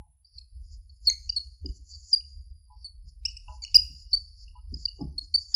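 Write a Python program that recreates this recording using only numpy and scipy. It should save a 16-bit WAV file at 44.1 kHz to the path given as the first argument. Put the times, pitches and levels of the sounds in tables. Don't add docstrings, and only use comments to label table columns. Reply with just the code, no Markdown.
import sys
import numpy as np
from scipy import signal
from scipy.fft import rfft, irfft
from scipy.io import wavfile
from scipy.ndimage import uniform_filter1d

SR = 44100
rng = np.random.default_rng(int(sys.argv[2]) if len(sys.argv) > 2 else 0)


def undo_db(level):
    steps = np.asarray(level, float) / 20
    return 10 ** steps


def materialize(psi):
    bounded = np.clip(np.atleast_2d(psi).T, -1, 1)
    quanta = np.round(bounded * 32767).astype(np.int16)
    wavfile.write(sys.argv[1], SR, quanta)


N = 244755

# (frequency [Hz], density [dB per Hz])
DRONE_SPECTRUM = [(8.8, -37), (15, -21), (43, 4.5), (72, 5), (93, -13.5), (183, -47.5), (241, -60.5),
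                  (400, -49.5), (520, -92.5), (880, -120)]
# (time [s], peak level [dB])
DUCT_SURGES = [(0.34, -41), (0.557, -37), (0.719, -36), (0.872, -48), (1.027, -41), (1.168, -40.5),
               (1.264, -39), (1.44, -42), (1.63, -29), (1.945, -41), (2.22, -45), (2.361, -40),
               (2.503, -44), (2.707, -52), (2.982, -37), (3.235, -35.5), (3.451, -42), (3.743, -30.5),
               (4.049, -53), (4.152, -41.5), (4.454, -42), (4.599, -52), (4.709, -32), (5.004, -31),
               (5.164, -37), (5.258, -42), (5.399, -48)]
# (time [s], level [dB])
DRONE_LULL = [(0, -38.5), (.07, -63.5), (.5, -68.5), (.6, -58), (2.1, -58.5), (3.0, -52.5), (5.55, -51.5)]
# (frequency [Hz], level [dB per bin])
GATE_THRESHOLD = [(100, -83), (400, -83), (1200, -91.5), (1900, -84), (3000, -101), (3350, -79),
                  (3900, -87.5), (4400, -104), (7300, -102), (8000, -103.5), (9000, -106), (15000, -110)]
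# (time [s], peak level [dB], centre [Hz], fall [dB per octave squared])
FAR_TAPS = [
    (.002, -58, 790, 89),
    (2.697, -52, 1000, 59),
    (2.717, -56.5, 839, 85),
    (3.479, -45, 990, 5.5),
    (3.509, -45.5, 874, 25),
    (4.55, -52, 990, 86),
    (4.579, -50, 1280, 97),
]
# (frequency [Hz], level [dB], t60 [s])
DESK_MODES = [(630, -10, .2), (705, -26, .12), (852, -1, .17), (987, 0, .16), (1140, -22, .1),
              (1276, -17, .12), (1464, -13, .09), (1590, -22, .1), (1660, -22, .1)]
# (time [s], peak level [dB], brightness [dB], centre [Hz])
HAND_BUMPS = [
    (0.06, -66, 5, 146),
    (1.645, -34, -26.5, 283),
    (3.038, -60, -43.5, 142.2),
    (3.892, -51, -54, 196),
    (4.719, -34.5, -42, 251.5),
    (4.988, -39, -12, 391),
    (5.005, -23, -16, 264),
]
# (frequency [Hz], level [dB], t60 [s])
BOARD_MODES = [(137.9, 7.5, 0.31), (158.8, -4, 0.6), (195.4, -5, 0.16), (225, -1.5, 0.1), (283, 4, 0.078),
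               (334.4, -5.5, 0.076), (375, -1.5, 0.11), (435, -2.5, 0.035), (608, -30, 0.3),
               (700, -21, 0.17), (784, -34.5, 0.12), (833, -17, 0.14), (1090, -37, 0.1), (1137, -36, 0.3)]
# (peak time [s], swell [s], tip level [dB], barrel level re tip [dB], pressure [dB])
FELT_STROKES = [(.275, 0.026, -63.5, -18.5, -1.5), (.375, 0.078, -59.5, -24, 2.5),
                (.745, 0.14, -58.5, -6, -18), (.97, 0.19, -75.5, -4, -4), (1.064, 0.042, -50.5, -6.5, -2),
                (1.28, .1, -71, 3.5, -2), (1.46, .08, -82, 5.5, -6), (1.70, 0.066, -70, -3.5, -3),
                (1.77, .06, -62, 0.5, -1.5), (1.91, 0.076, -64, 8.5, -4), (1.95, 0.059, -56, -9.5, 12),
                (2.11, 0.17, -53, -1.5, -9.5), (2.83, .12, -66.5, -21.5, 4), (3.09, .05, -59, -11, -10),
                (3.31, .05, -52.5, -11.5, -4), (3.56, 0.14, -58.5, -7, -4.5),
                (3.715, 0.059, -57, -7.5, 2.5), (4.03, .13, -61.5, -5.5, -9.5),
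                (4.441, 0.14, -52.5, -18.5, -10), (4.835, 0.12, -51.5, -9, -2),
                (4.485, 0.013, -71.5, -8.5, 0), (5.245, 0.044, -61.5, -5, -0.5),
                (5.42, 0.064, -47.5, -8, -2.5), (5.522, 0.079, -59, 8.5, -21.5)]
# (frequency [Hz], width [Hz], level [dB])
TIP_MODES = [(4670, 310, 1.9), (4940, 620, 0.014)]
# (frequency [Hz], width [Hz], level [dB])
BARREL_MODES = [(5950, 210, 0.007), (6870, 1100, 0.0084)]
# (start [s], length [s], last pitch [Hz], 2nd order level [dB], odd orders re 2nd [dB])
TIP_CHATTERS = [
    (0.387, 0.0086, 2392, -47, -19),
    (1.098, 0.0061, 2038, -22.5, -11),
    (1.292, 0.0041, 3013, -26.5, -18),
    (2.207, 0.002, 2900, -45, -1.5),
    (3.2515, 0.014, 2900, -19, -18),
    (3.367, 0.012, 2870, -36.5, -13),
    (3.62, 0.023, 2157, -37, -28.5),
    (3.6367, 0.0075, 2124, -27, -25.5),
    (3.648, 0.0034, 2910, -26.5, -10),
    (3.7439, 0.0091, 2900, -10.5, -19.5),
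]
# (frequency [Hz], level [dB])
CHATTER_COLOUR = [(6000, 15), (7000, 19.5), (7800, 2.5), (8500, -29), (13000, -33)]
# (time
# [s], pitch [Hz], level [dB])
PANEL_TICKS = [
    (1.657, 3010, -63.5),
    (3.4812, 2750, -47.5),
    (4.48, 2740, -55.5),
    (4.56, 2820, -68),
    (4.877, 2835, -52),
]
# (start [s], length [s], first pitch [Hz], last pitch [Hz], peak level [dB])
TIP_SQUEAKS = [(0.247, 0.013, 4700, 4640, -51.5), (0.382, 0.0076, 4440, 4170, -34),
               (0.894, 0.013, 4450, 4440, -52), (1.0712, 0.024, 4506, 4157, -12),
               (1.295, 0.0094, 4680, 4765, -19), (1.3628, 0.024, 4480, 4248, -20.5),
               (1.6594, 0.0054, 4920, 4870, -27.5), (2.13, 0.021, 4897, 4693, -11),
               (2.8442, 0.029, 4584, 4317, -35), (3.7533, 0.017, 4817, 4985, -4.5),
               (4.131, 0.024, 4454, 4670, -14.5), (4.7406, 0.0068, 4800, 5174, -29.5),
               (4.854, 0.0077, 4805, 4450, -15.5), (5.011, 0.0078, 4990, 5260, -42),
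               (5.1807, 0.014, 4425, 4242, -23.5), (5.341, 0.022, 4484, 4663, -14),
               (5.5433, 0.01, 5052, 4986, -11.5)]
# (start [s], gain of 3rd order [dB])
HARD_BITES = [
    (1.0725, 24),
    (3.7532, 27),
    (4.131, 11.5),
    (5.1822, 20),
    (5.5433, 14),
]
# (delay [s], level [dB])
WALL_ECHOES = [(.0295, -13), (.033, -21), (.037, -24), (.059, -27), (.046, -27)]
# (level [dB], t60 [s])
ROOM_TAILS = [(-16.5, .42), (-32.5, 1.6)]
# (frequency [Hz], level [dB])
ROOM_COLOUR = [(300, 6.5), (3000, 6.5), (4500, -2.5), (9000, 3), (15000, -2.5)]


def rms_one(x):
    return x / np.sqrt(np.mean(x ** 2) + 1e-20)


def at_hz(points, hz):
    point_hz, db = np.transpose(points)
    return np.interp(np.log(hz + 1), np.log(point_hz), db)


def smooth(slow):
    return np.interp(np.arange(N), np.arange(0, N, 32), slow)


def drift(rate):
    r = np.exp(-80 * np.pi * rate / SR)
    noise = rng.standard_normal(N // 40 + 2002)
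    slow = signal.lfilter([1], [1, -2 * r, r * r], noise)[2000:]
    return np.interp(np.arange(N) / 40, np.arange(len(slow)), rms_one(slow))


def coloured(spectrum):
    hz = np.linspace(0, SR / 2, N // 2 + 1)
    return irfft(rfft(rng.standard_normal(N)) * undo_db(at_hz(spectrum, hz)), N)


def resonate(x, hz, width):
    r = np.exp(-np.pi * width / SR)
    peak = np.array([1, 0, -1]) * (1 - r * r) / 2
    return signal.lfilter(peak, [1, -2 * r * np.cos(2 * np.pi * hz / SR), r * r], x)


def strike(times, modes, levels_db, rattle_s):
    out = np.zeros(N)
    t = np.arange(SR // 4) / SR
    for (hz, level_db, t60), hit_db in zip(modes, levels_db.T):
        force = np.full(N + len(t), 1e-18)
        for s, db in zip(times, hit_db):
            push = np.cos(2 * np.pi * hz * t) + 3 * rng.standard_normal(len(t))
            rattle = push * np.exp(-t / rattle_s) * 2 / (rattle_s * SR)
            force[round(s * SR):][:len(t)] += undo_db(db + level_db) * rattle
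        r = undo_db(-60 / (0.6 * t60 * SR))
        w = 2 * np.pi * hz / SR
        ring = signal.lfilter([0, np.sin(w)], [1, -2 * r * np.cos(w), r * r], force[:N])
        out += resonate(ring, hz, .3 * hz)
    return out


def add(out, start, length, hz0, hz1, orders, top, sag_db, rough, bend):
    u = np.arange(-.2, 1.2, 1 / (length * SR))
    edge = 0.00052 / length
    grip = 1 / (1 + np.exp(-(u - edge) / edge))
    grip = grip / (1 + np.exp((u - 1 + edge) / (0.63 * edge)))
    shape = grip * undo_db(-sag_db * np.abs(u - top) ** 2.7)
    wobble = uniform_filter1d(rng.standard_normal(2000), size=12)[:len(u)]
    glide = hz0 + (hz1 - hz0) * np.clip(u, 0, 2) ** bend
    phase = np.cumsum(2 * np.pi * glide * (1 + rough * wobble) / SR)
    tone = sum(undo_db(db) * shape ** (.5 + .5 * k) * np.sin(k * phase) for k, db in orders)
    at = round((start - .2 * length) * SR)
    out[at:at + len(u)] += tone[:N - at]


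def thin_whine():
    hz = 9972 + 85 * drift(6) + 50 * drift(50)
    return undo_db(-76) * (.9 + .4 * drift(45)) * np.sin(np.cumsum(2 * np.pi * hz / SR))


def ventilation():
    rise_s, hold_s, fall_db_s = 0.086, 0.017, 119
    s, db = np.transpose(DUCT_SURGES)[:, :, None]
    since = np.arange(0, N, 32) / SR - s
    fall_db = fall_db_s * np.maximum(since - hold_s, 0)
    surge = undo_db(db - 4.0 - fall_db) * np.clip(since / rise_s + .5, 0, 1)
    lull_s, lull_db = np.transpose(DRONE_LULL)
    lull = undo_db(np.interp(np.arange(N) / SR, lull_s, lull_db))
    return (smooth(surge.max(0)) + lull) * undo_db(1.5 * drift(24)) * rms_one(coloured(DRONE_SPECTRUM))


def room_air():
    return undo_db(-3) * 30 * coloured(GATE_THRESHOLD)


def far_taps():
    s, peak_db, centre_hz, fall_db = np.transpose(FAR_TAPS)[:, :, None]
    octaves = np.log2(np.array(DESK_MODES)[:, 0] / centre_hz)
    levels = peak_db + 3.5 - np.abs(fall_db) * octaves ** 2
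    return strike(s[:, 0], DESK_MODES, levels, rattle_s=0.0085)


def hand_bumps():
    s, peak_db, bright_db, centre_hz = np.transpose(HAND_BUMPS)[:, :, None]
    hz = np.array(BOARD_MODES)[:, 0]
    colour = np.where(hz > 500, bright_db + 13.5, -20.0 * np.log2(hz / centre_hz) ** 2)
    return strike(s[:, 0], BOARD_MODES, peak_db + 0.5 + colour, rattle_s=0.0038)


def felt_rubbing():
    swell_db, swell_shape, stop_db_s = 22, 0.99, 748.5
    drag_db, drag_fall_db_s = -21, 49
    bursts = [row[::4] for row in TIP_SQUEAKS] + [row[::3] for row in TIP_CHATTERS]
    after = [(s, .002, db - 34.5, -9, 0) for s, db in bursts]
    peak, swell, tip_db, barrel_db, press_db = np.transpose(FELT_STROKES + after)[:, :, None]
    since = np.arange(0, N, 32) / SR - peak
    rise_db = swell_db * np.abs(since / swell) ** swell_shape
    fall_db = np.minimum(stop_db_s * since, drag_fall_db_s * since - drag_db)
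    stroke = undo_db(tip_db - np.where(since < 0, rise_db, fall_db))
    barrel = (stroke * undo_db(barrel_db)).sum(0)
    tip_part = ((stroke * undo_db(press_db)).sum(0), stroke.sum(0), TIP_MODES)
    barrel_part = (barrel, barrel, BARREL_MODES)
    out = 0
    for low_gain, high_gain, modes in (tip_part, barrel_part):
        slips = rng.standard_normal(N) * undo_db(1.1 * drift(25))
        low, high = [undo_db(db) * resonate(resonate(slips, hz, width), hz, width) for hz, width, db in modes]
        lower = low * smooth(low_gain) * undo_db(3.0 * drift(5.4))
        upper = high * smooth(high_gain) * undo_db(2.2 * drift(18))
        out = out + (lower + upper) / np.std(high)
    return signal.sosfilt(signal.butter(8, [4250, 7550], "band", fs=SR, output="sos"), out)


def chatters():
    climbs, sinks = np.zeros((2, N))
    for start, length, hz1, db, odd_db in TIP_CHATTERS:
        out, hz0 = (climbs, hz1 * 0.83) if hz1 > 2500 else (sinks, hz1 * 1.12)
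        middle_hz = (hz0 + hz1) / 2
        orders = [(1, db + odd_db), (2, db)]
        orders += [(k, db + odd_db + at_hz(CHATTER_COLOUR, k * middle_hz)) for k in (3, 4, 5)]
        add(out, start, length, hz0, hz1, orders, .25, sag_db=23.0, rough=0.064, bend=0.73)
    for start, hz, db in PANEL_TICKS:
        add(climbs, start, .007, hz, hz, [(0.99, db)], .25, sag_db=23.5, rough=0.059, bend=1)
    panel_hz = 2900
    panel = resonate(resonate(climbs, panel_hz, 74), panel_hz, 870)
    return sinks + climbs + undo_db(12.5) * panel


def squeaks():
    out = np.zeros(N)
    for start, length, hz0, hz1, db in TIP_SQUEAKS:
        falling = hz1 < .99 * hz0
        brief = db < -40 or (length < .0105 and db > -35)
        grown = length > .0235
        top = .15 if falling else .2 if grown else .55
        brief_db = -16.5 * brief
        second_db = (-22 - 0.39 * (db + 21.5) if falling else -27.5) + brief_db
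        bite_db = sum(gain for s, gain in HARD_BITES if abs(s - start) < length)
        third_db = -56.5 + brief_db + bite_db
        orders = [(1, db), (2, db + second_db), (3, db + third_db)]
        add(out, start, length, hz0, hz1, orders, top, sag_db=13, rough=0.0033, bend=0.99 if falling else 1.4)
        grit_db = db + third_db - 5 + 1.5 * db
        grit = [(k, grit_db) for k in (1.7, 2.25, 2.6)]
        add(out, start, length, hz0, hz1, grit, .2, sag_db=16.5, rough=0.15, bend=1)
        if grown or falling and length > .016:
            whisper = [(0.89, db - 25.5)]
            add(out, start - .024, .024, hz0 * 1.5, hz0 * 1.01, whisper, 1, sag_db=26, rough=0.096, bend=0.92)
    return out


def room(x):
    t = np.arange(SR) / SR
    decay = sum(undo_db(db - 60 * t / t60) * np.sqrt(6 * np.log(10) / t60 / SR) for db, t60 in ROOM_TAILS)
    response = rms_one(coloured(ROOM_COLOUR))[:SR] * decay * np.clip(t / 0.011 - .3, 0, 1)
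    walls = np.zeros(SR)
    for delay, db in WALL_ECHOES:
        walls[round(delay * SR)] = undo_db(db)
    response += signal.sosfilt(signal.butter(3, 5500, fs=SR, output="sos"), walls)
    response[0] = 1
    return signal.fftconvolve(x, response)[:N]


def noise_gate(x):
    hz, s, bins = signal.stft(x, SR, nperseg=2048, noverlap=1536)
    power = uniform_filter1d(uniform_filter1d(np.abs(bins) ** 2, size=4, axis=0), size=3, axis=1)
    over_db = 10 * np.log10(np.abs(power) + 1e-20) - at_hz(GATE_THRESHOLD, hz)[:, None]
    gain_db = -60 / (1.0 + np.exp(np.clip(over_db / 1.7, -30, 30)))
    release_db = 108.5 * s
    held_db = np.maximum.accumulate(gain_db + release_db, axis=1) - release_db
    return signal.istft(bins * undo_db(held_db), SR, nperseg=2048, noverlap=1536)[1][:N]


def amplifier_thump(x):
    return .004 * 9 * resonate(resonate(x ** 2, 590, 500), 400, 700)


def scene():
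    background = ventilation() + thin_whine()
    board = far_taps() + hand_bumps() + felt_rubbing() + chatters() + squeaks()
    near = noise_gate(room(board) + room_air())
    return np.array([near + amplifier_thump(near) + background])


def low_pass(x):
    return signal.sosfilt(signal.butter(12, 15090, fs=SR, output="sos"), x)


def record(dry):
    mix = dry + undo_db(-92) * rng.standard_normal(dry.shape)
    return low_pass(mix)


dry = scene()
out = record(dry)
materialize(out)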